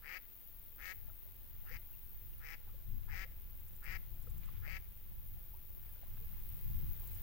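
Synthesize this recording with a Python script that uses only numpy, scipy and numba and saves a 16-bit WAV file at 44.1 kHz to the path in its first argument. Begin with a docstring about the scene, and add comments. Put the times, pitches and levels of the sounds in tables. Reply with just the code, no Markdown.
"""A calm lake, heard from the shore on a two-port microphone: far to the left a mallard hen gives seven
nasal quacks, slaps of her membranes ringing in windpipe and throat, with a few echoes off the banks.
Bush crickets sizzle and a grasshopper ticks in bursts of noise; a fly buzzes by in puffs of air.
Wavelets gurgle at the bank as gliding bubbles over a soft wash; leaves and reeds hiss, and a light breeze
rumbles on the microphone ports."""
import sys
import numpy as np
from scipy import signal
from scipy.fft import rfft, irfft
from scipy.io import wavfile
from scipy.ndimage import uniform_filter1d
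from numba import njit

SR = 44100
rng = np.random.default_rng(int(sys.argv[2]) if len(sys.argv) > 2 else 0)


def pcm_store(signal):
    """Save signal as 16-bit PCM."""
    levels = np.round(np.clip(np.atleast_2d(signal), -1, 1) * 32767)
    wavfile.write(sys.argv[1], SR, levels.astype(np.int16).T)


N = 318392
TIME = np.arange(N) / SR   # s

# In every spectrum below the dB are relative: the coloured sound is scaled to rms 1.
# Leaves and reeds along the shore. Each row: time in seconds, level in dB.
FOLIAGE_LEVEL = [(0, -66.5), (2, -66), (4, -66), (4.45, -64.5), (5, -66.5), (5.8, -66), (6.4, -63),
                 (7.22, -60.5)]
# Their hiss. Each row: frequency in Hz, relative level in dB.
FOLIAGE_SPECTRUM = [(50, 1.5), (150, 10), (350, 7), (800, 1), (1400, 0), (2100, -0.5), (3500, -1),
                    (4800, -6.5), (7500, -9.5), (11000, -4), (16000, -3)]

# The breeze between gusts. 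Each row: time in seconds, relative level in dB.
BREEZE_LEVEL = [(0, -61.5), (.38, -65), (.7, -60), (2.4, -56), (3.4, -53.5), (4.95, -55.5), (5.9, -54.5),
                (7.22, -59.5)]
# Gusts on the microphone. Each row: start in seconds, length in seconds, left and right relative level in dB.
MICROPHONE_GUSTS = [(0.465, 0.16, -56, -68), (0.928, 0.28, -53, -66), (1.48, 0.3, -55, -57),
                    (1.68, 0.15, -46, -53), (2.07, 0.41, -83, -55.5), (2.639, 0.19, -51.5, -54),
                    (2.836, 0.23, -41, -54), (3.018, 0.26, -45.5, -60), (3.837, .21, -45.5, -59),
                    (4.016, 0.46, -49.5, -70), (4.255, 0.59, -47.5, -57.5), (5.024, 0.43, -56.5, -54),
                    (6.033, 0.65, -50, -50), (6.605, 0.38, -41, -45), (6.91, .42, -50.5, -51)]
# Rumble of the large eddies. Each row: frequency in Hz, relative level in dB.
LARGE_EDDY_SPECTRUM = [(8, -13), (15, 10.5), (27, -1), (50, -3), (80, -9.5), (110, -19.5), (170, -28.5),
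                       (280, -43), (500, -59), (900, -100)]
# Sound of the small eddies. Each row: frequency in Hz, relative level in dB.
SMALL_EDDY_SPECTRUM = [(40, -16), (90, 7.5), (170, -5.5), (280, -20), (500, -37.5), (1200, -53)]
GUST_RISE_S, GUST_FALL_S = 0.067, 0.094

# The larger bubbles at the bank. Each row: start in seconds, relative peak level in dB, starting pitch in Hz,
# length scale in seconds, rise in octaves per length, left over right in dB.
LARGE_BUBBLES = [(1.079, -67, 610, 0.068, .34, -24), (1.097, -60, 1420, .017, -.26, -14),
                 (1.257, -65, 574, 0.023, .23, 6), (1.671, -63, 2850, 0.011, -.16, -4),
                 (1.705, -58, 447, .047, 0.56, 7), (1.745, -65, 919, .035, .26, 13),
                 (1.772, -61, 2300, .012, .46, -4), (1.937, -61, 2780, .013, -.07, -5),
                 (2.334, -63.5, 2874, 0.007, -0.1, 3), (2.741, -63, 527, 0.03, 0.14, 7),
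                 (3.081, -60, 991, 0.032, -0.36, 16), (3.128, -58, 913, 0.04, -.59, 13),
                 (3.245, -61.5, 438, 0.044, 0.87, 4), (4.273, -56.5, 497.4, 0.021, -0.13, 6),
                 (4.271, -58.5, 1310, .011, 0, 9), (4.475, -63, 1260, 0.032, 0.1, 14),
                 (4.675, -58.5, 570.4, 0.023, 0.28, 9), (5.365, -65.5, 720, .019, .15, 6),
                 (5.535, -62, 800, 0.045, 0.72, 16), (6.032, -58, 661, 0.012, -0.11, 10),
                 (6.062, -67, 940, 0.029, .79, 15), (6.202, -66, 425, 0.08, 0.35, 0)]
# Wavelets breaking on the bank. Each row: start in seconds, middle droplet level in dB (relative),
# length in seconds, middle droplet pitch in Hz.
BANK_WAVELETS = [(1.068, -78.5, 0.021, 1530), (1.57, -80, 0.097, 937), (2.667, -76, 0.032, 1410),
                 (4.422, -72.5, 0.03, 2030), (4.473, -72.5, 0.021, 1260), (4.526, -71.5, 0.063, 1920),
                 (5.831, -77, 0.054, 1520), (5.947, -77.5, 0.032, 1240), (6.021, -76, 0.022, 1400),
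                 (6.163, -77, .025, 1900), (6.321, -79, 0.044, 1570), (7.028, -75.5, 0.012, 920)]
# Wash under the droplets. Each row: frequency in Hz, relative level in dB.
WATER_WASH_SPECTRUM = [(200, -14), (500, -10), (1400, -5.5), (3000, -7), (6000, -27), (14000, -21)]

# Far bush cricket, singing without pause. Each row: time in seconds, level in dB.
STEADY_CRICKET_LEVEL = [(0, -55.5), (1, -53.5), (2.2, -54), (2.6, -55), (4, -53.5), (4.7, -54.5),
                        (6.1, -53), (6.5, -49.5), (6.9, -48), (7.22, -47)]
# Bush cricket on the left, singing in bouts. Each row: start in seconds, end in seconds, relative level in dB.
LEFT_CRICKET_BOUTS = [(0.062, 1.32, -55.5), (1.501, 2.38, -54.5), (3.46, 4.254, -62), (5.098, 6.05, -57.5),
                      (6.05, 7.3, -64)]
# Shrill wing resonance of both. Each row: frequency in Hz, relative level in dB.
WING_SPECTRUM = [(5000, -51), (9000, -40), (10200, -21.5), (11800, -20), (12700, -15), (13550, -7),
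                 (14200, -4), (14700, -11.5), (14830, 5.5), (15000, -2), (15280, -1), (15600, -1.5),
                 (16000, -3.5)]
STEADY_STROKES_PER_S, BOUT_STROKES_PER_S = 90.6, 98.1   # mean rates
BOUT_SWELL_S, BOUT_STOP_S = 0.15, 0.07

# Grasshopper phrases. Each row: start in seconds, number of strokes, seconds between strokes,
# relative peak level in dB.
GRASSHOPPER_PHRASES = [(3.5984, 5, 0.08, -60.3), (4.146, 5, .0766, -61.5), (6.997, 3, 0.0746, -56.5)]
# One tick. Each row: frequency in Hz, relative level in dB.
GRASSHOPPER_SPECTRUM = [(5000, -32), (6400, -8), (7300, -4), (9500, -4.5), (11600, 0.5), (13500, -11),
                        (16000, -67)]
FIRST_STROKE_DB = -6.5   # each phrase starts softly

# A fly swings faintly by. Each row: nearest at in seconds, half length in seconds, mean wingbeats per second,
# relative level in dB.
FLYBYS = [(4.049, 0.39, 177, -77.5), (4.705, 0.12, 185, -80), (5.489, 0.14, 174, -77.5),
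          (5.759, .08, 200, -82)]
# Its buzz. Each row: frequency in Hz, relative level in dB.
BUZZ_SPECTRUM = [(180, 1.5), (370, 14), (550, 9), (900, 0), (1200, -3), (2500, -36), (6000, -51)]

# Echoes off the banks. Each row: delay in seconds, level in dB.
BANK_ECHOES = [(0.02, -22), (.043, -28.5), (.086, -28.5)]

# Quacks. Each row: start in seconds, length in seconds, relative level in dB, mean held pitch in Hz,
# seconds until the voice breaks upward, seconds until the bill is open, open throat in Hz,
# bill ring in Hz, ring in dB and rasp in dB (both relative to the voice).
DUCK_QUACKS = [(0.028, 0.16, -42.5, 183.2, 0.059, 0.039, 2040, 4770, -19.5, -22.5),
               (0.785, 0.15, -42.5, 184.3, 0.047, 0.041, 1968, 4900, -21.5, -17),
               (1.661, 0.12, -47, 169.2, 0.070, 0.065, 2110, 4950, -16.5, -18.5),
               (2.407, 0.151, -46, 166.8, 0.1, .048, 2070, 5180, -17, -18.5),
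               (3.084, 0.17, -43, 187, 0.062, 0.031, 2028, 5000, -18.5, -19),
               (3.826, 0.152, -42, 189, 0.075, 0.033, 2053, 4910, -20, -22.5),
               (4.627, 0.16, -43.5, 185, 0.066, 0.049, 2084, 4770, -19, -21.5)]
# Windpipe resonances, which stay put. Each row: centre in Hz, width in Hz, relative level in dB.
WINDPIPE_RESONANCES = [(360, 680, -9.5), (840, 70, 0), (1200, 250, -6.5)]
# Throat resonances at the reference bill opening. Each row: centre in Hz, width in Hz, relative level in dB.
THROAT_RESONANCES = [(1954, 483, 13.5), (2350, 1120, 2.5)]
# Rasp on the voice. Each row: frequency in Hz, relative level in dB.
VOICE_RASP_SPECTRUM = [(1500, -31), (3000, -3.5), (4200, -0.5), (5300, -15), (6100, 0), (7600, -9),
                       (8800, -6.5), (11000, -17), (15000, -28)]
OPEN_BILL_HZ = 2008   # reference bill opening
FLUTTERS_PER_S = 170   # the throat colour flutters about as fast as the voice cycles
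ATTACK_S, RELEASE_S = 0.01, 0.013
SWELL_DB, SWELL_S = 16.5, 0.034   # every quack starts this far down and swells
# the throat centre starts low and sags once the bill is open
SHUT_BILL_HZ, BILL_SAG_HZ_PER_S = 1430, 220
START_HZ, LOW_RISE_HZ_PER_S = 134.9, 280   # the hoarse low register
BREAK_S, HELD_RISE_HZ_PER_S = 0.00418, 60   # the jump to the high register, which still creeps upward

CUTOFF_HZ = 15850


def from_db(db):
    """Decibels to gain."""
    return 10 ** (np.asarray(db) / 20)


def rms_one(x):
    """Scale to unit rms."""
    return x / np.sqrt(np.mean(x ** 2) + 1e-20)


def evened(x):
    """Hold a pulsed sound near rms 1 over a few cycles."""
    power = uniform_filter1d(uniform_filter1d(x ** 2, size=600), size=400)
    return x / np.sqrt(np.abs(power) + 1e-12)


def in_time(rows):
    """Each column of a curve at every sample."""
    s, *columns = np.transpose(rows)
    return [np.interp(TIME, s, c) for c in columns]


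def ramp(age, length, rise_s, fall_s):
    """Attack, hold and release, as a gain."""
    return np.clip(np.minimum(age / rise_s, (length - age) / fall_s), 0, 1)


def drift(rate):
    """Random wander: straight lines between normal draws of spread 1, rate draws per second."""
    knots = rng.standard_normal(4096)
    return np.interp(TIME * rate, np.arange(len(knots)), knots)


def panned(x, pan_db):
    """Place a sound by its left over right level, keeping its power."""
    ratio = from_db(pan_db)
    return np.array([x * ratio, x]) * np.sqrt(2 / (1 + ratio ** 2))


def coloured(x, spectrum):
    """Give a sound a spectrum, drawn on a log frequency axis; rms 1."""
    hz, db = np.transpose(spectrum)
    bins = np.maximum(np.fft.rfftfreq(N, 1 / SR), 1)
    gain = from_db(np.interp(np.log(bins), np.log(hz), db))
    return rms_one(irfft(rfft(x) * gain, N))


@njit
def resonate(x, hz, width, sr):
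    """A resonance of about unit gain whose centre may move."""
    y, r = np.zeros(len(x)), np.exp(-np.pi * width / sr)
    for i in range(2, len(x)):
        drive = (1 - r * r) / 2 * (x[i] - x[i - 2])
        y[i] = drive + 2 * r * np.cos(2 * np.pi * hz[i] / sr) * y[i - 1] - r * r * y[i - 2]
    return y


def clicks(at, sizes):
    """Clicks at fractional sample positions, shared between the two nearest samples."""
    out, whole = np.zeros(N), np.clip(at.astype(int), 0, N - 2)
    np.add.at(out, whole, sizes * (1 - at % 1))
    np.add.at(out, whole + 1, sizes * (at % 1))
    return out


def cycle_positions(rate):
    """Sample positions at which a varying rate in Hz completes each cycle."""
    cycles = np.cumsum(rate) / SR
    return np.interp(np.arange(1, int(cycles[-1])), cycles, np.arange(N))


def foliage():
    """Leaves and reeds rustle as coloured noise, independent on each side."""
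    return from_db(in_time(FOLIAGE_LEVEL)[0]) * coloured(rng.standard_normal((2, N)), FOLIAGE_SPECTRUM)


def breeze(gain_db=5.5, gust_db=-51.5, reference_db=-45.0, steepness=1.48, lean_db=1.0):
    """Eddies buffet each microphone port on its own; small eddies grow faster than large ones in a gust."""
    power = panned(from_db(in_time(BREEZE_LEVEL)[0]), pan_db=lean_db) ** 2
    for start, length, left_db, right_db in MICROPHONE_GUSTS:
        shape = ramp(TIME - start, length, GUST_RISE_S, GUST_FALL_S)
        power = power + (from_db([[left_db], [right_db]]) * shape) ** 2
    level_db = 10 * np.log10(power)
    large = coloured(rng.standard_normal((2, N)), LARGE_EDDY_SPECTRUM)
    large /= np.sqrt(uniform_filter1d(large ** 2, size=6000))   # even out the rumble
    small = coloured(rng.standard_normal((2, N)), SMALL_EDDY_SPECTRUM)
    small_db = gust_db + steepness * (level_db - reference_db)
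    return from_db(level_db + gain_db) * large + from_db(small_db) * small


def bubbles(rows):
    """Each bubble swells, rings and glides in pitch as it nears the surface."""
    out = np.zeros((2, N))
    for s, db, hz, length, rise, pan_db in rows:
        start = max(int(s * SR), 0)
        age = TIME[:min(int(2 * length * SR), N - start)] / length   # in lengths
        phase = 2 * np.pi * np.cumsum(hz * 2 ** (rise * age)) / SR
        envelope = 6 * np.e * age * np.exp(-6 * age)   # peaks at 1 after a sixth of the length
        out[:, start:start + len(age)] += panned(from_db(db) * envelope * np.sin(phase), pan_db)
    return out


def wavelets(count=12, spread_db=15.0, cycles=9, octaves=2.1, wash_db=2.5):
    """Each wavelet sheds a handful of tiny bubbles of mixed size over a soft wash."""
    rows, wash = [], 0
    for start, level_db, length, middle_hz in BANK_WAVELETS:
        when, size, glide, strength = rng.random((count, 4)).T
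        hz = middle_hz * 2 ** (octaves * (size - .5))
        droplet_db = level_db + spread_db * (2 * strength - 1)
        pan_db = np.full(count, 2.5)
        rows += zip(start + length * when, droplet_db, hz, cycles / hz, 0.41 * glide, pan_db)
        wash = wash + from_db(level_db + wash_db) * np.exp(-((TIME - start) / length - .5) ** 2)
    return bubbles(rows) + wash * coloured(rng.standard_normal((2, N)), WATER_WASH_SPECTRUM)


def bush_cricket(loudness, strokes_per_s, stroke_depth_db):
    """Each wing stroke scrapes a burst out of the shrill wing resonance."""
    phase = 2 * np.pi * np.cumsum(strokes_per_s * (1 + .005 * drift(4))) / SR
    strokes = from_db(stroke_depth_db * ((1 + np.cos(phase)) / 2) ** 7)   # the power narrows each burst
    return loudness * coloured(strokes * rng.standard_normal(N), WING_SPECTRUM)


def grasshopper(stroke_s=0.0048, gain_db=-4.0):
    """Phrases of short, evenly spaced leg strokes, each a bell-shaped burst of noise."""
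    envelope = np.zeros(N)
    for start, count, period, db in GRASSHOPPER_PHRASES:
        for k in range(round(count)):
            stroke_db = db + FIRST_STROKE_DB * (k == 0)
            age = TIME - start - k * period
            envelope += from_db(stroke_db) * np.exp(-.5 * ((age - stroke_s) / stroke_s) ** 2)
    return from_db(gain_db) * envelope * coloured(rng.standard_normal(N), GRASSHOPPER_SPECTRUM)


def fly(waver=0.0057):
    """One puff of air for each wingbeat; the buzz swells and fades with each pass."""
    wingbeats = in_time(FLYBYS)[1]
    loudness = sum(from_db(db) / (1 + ((TIME - s) / half) ** 2) ** 2 for s, half, _, db in FLYBYS)
    at = cycle_positions(wingbeats * (1 + waver * drift(14)))
    puffs = clicks(at, 1) - len(at) / N   # without the steady part
    return loudness * coloured(puffs, BUZZ_SPECTRUM)


def lakeside(x, scatter_db=-27, t60=0.64):
    """A few echoes from the banks and a thin, decaying scatter from the trees."""
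    t = TIME[:SR // 2]
    response = rng.standard_normal(len(t)) * from_db(-60 * t / t60)
    response *= from_db(scatter_db) / np.sqrt(np.sum(response ** 2))
    for delay, db in BANK_ECHOES:
        response[int(delay * SR)] += from_db(db)
    return signal.fftconvolve(x, response)[:N]


def quack_controls():
    """The voice swells, rises and breaks upward as the bill opens: every control at every sample."""
    rows = np.array(DUCK_QUACKS)
    nearest = np.searchsorted((rows[1:, 0] + rows[:-1, 0]) / 2, TIME)
    (start, length, top_db, held_hz, break_at, opens_s,
     open_hz, ring_hz, ring_db, rasp_db) = rows[nearest].T.copy()
    gate = ramp(TIME - start + ATTACK_S, length + ATTACK_S, ATTACK_S, RELEASE_S)
    age = np.clip(TIME - start, 0, length)
    level_db = top_db - SWELL_DB * np.exp(-age / SWELL_S) + 20 * np.log10(gate + 1e-9)
    low = START_HZ + LOW_RISE_HZ_PER_S * age
    high = held_hz + HELD_RISE_HZ_PER_S * (age - (break_at + length) / 2)   # held_hz is reached mid-hold
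    pitch = low + (high - low) / (1 + np.exp((break_at - age) / BREAK_S))
    opened = np.minimum(age / opens_s, 1)
    sag = BILL_SAG_HZ_PER_S * (age - length / 2)
    centre = SHUT_BILL_HZ + opened * (open_hz - SHUT_BILL_HZ - sag)
    return level_db, pitch, centre, ring_hz, ring_db, rasp_db


def syrinx(pitch, second_lag_s=0.002267, second_db=-3.5):
    """The membranes slap twice a cycle, the second weaker and less even; each lets out a puff of air."""
    at = cycle_positions(pitch)
    # roughness against pitch in Hz: hoarse on the climb, clearest once held high
    rough = np.interp(pitch, [135, 155, 166, 178, 185], [.65, .9, .7, .8, .5])
    chance = rng.standard_normal((2000, 4))[:len(at)] * rough[at.astype(int), None]
    # lateness in seconds and loudness in dB, for the first and second slap
    late, louder, second_late, second_louder = (chance * [.00005, 2.0, .00018, 4.0]).T
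    first = clicks(at + SR * late, from_db(louder))
    second = clicks(at + SR * (second_lag_s + second_late), from_db(second_db + second_louder))
    slaps = first + second
    puff_envelope = signal.lfilter([1], [1, -np.exp(-1 / (.0013 * SR))], slaps)   # dies away over 1.3 ms
    puffs = puff_envelope * rng.standard_normal(N)
    return slaps + .08 * rough * puffs, puffs


def duck(throat_band_hz=2200, gain_db=-4.0, edge_per_db=0.3, full_db=-52.0, sweep=1.0,
         waver=.012, wavers_per_s=60, flutter=.04):
    """Slaps ring in windpipe and throat, which brightens as the bill opens; effort adds a raspy edge."""
    level_db, pitch, centre, ring_hz, ring_db, rasp_db = quack_controls()
    opening = (centre / OPEN_BILL_HZ) ** sweep * (1 + flutter * drift(FLUTTERS_PER_S))
    slaps, puffs = syrinx(pitch * (1 + waver * drift(wavers_per_s)))
    # neighbouring resonances alternate in sign
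    voice = np.zeros(N)
    for k, (hz, width, db) in enumerate(THROAT_RESONANCES):
        voice += from_db(db) * (-1) ** k * resonate(slaps, hz * opening, width, SR)
    voice = resonate(voice, OPEN_BILL_HZ * opening, throat_band_hz, SR)   # the mouth steepens the flanks
    for k, (hz, width, db) in enumerate(WINDPIPE_RESONANCES):
        voice += from_db(db) * (-1) ** (k + 1) * resonate(slaps, np.full(N, float(hz)), width, SR)
    voice = signal.sosfilt(signal.butter(5, 3250, fs=SR, output="sos"), voice)
    ring = resonate(resonate(slaps, ring_hz, 610.0, SR), ring_hz, 4100.0, SR)
    rasp = coloured(puffs, VOICE_RASP_SPECTRUM)
    edge = from_db(ring_db) * rms_one(ring) + from_db(rasp_db) * rasp
    effort = from_db(edge_per_db * (level_db - full_db))
    return from_db(level_db + gain_db) * (evened(voice) + effort * edge)


def scene():
    """Foliage, breeze, water and insects behind the duck far to the left."""
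    background = foliage() + breeze()
    water = from_db(-1.0) * bubbles(LARGE_BUBBLES) + wavelets()
    steady = from_db(in_time(STEADY_CRICKET_LEVEL)[0])
    bouts = np.zeros(N)
    for start, end, db in LEFT_CRICKET_BOUTS:
        bouts += from_db(db) * ramp(TIME - start, end - start, BOUT_SWELL_S, BOUT_STOP_S)
    insects = panned(bush_cricket(steady, STEADY_STROKES_PER_S, stroke_depth_db=8.5), pan_db=5.5)
    insects += panned(bush_cricket(bouts, BOUT_STROKES_PER_S, stroke_depth_db=11), pan_db=16)
    insects += panned(grasshopper(), pan_db=-8) + panned(fly(), pan_db=-10)
    quacks = duck()
    bird = panned(quacks, pan_db=55) + panned(lakeside(quacks), pan_db=38)
    return background + water + insects + bird


def record(dry):
    """The top is cut steeply above the cutoff."""
    return signal.sosfilt(signal.ellip(12, .2, 80, CUTOFF_HZ, fs=SR, output="sos"), dry)


dry = scene()
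out = record(dry)
pcm_store(out)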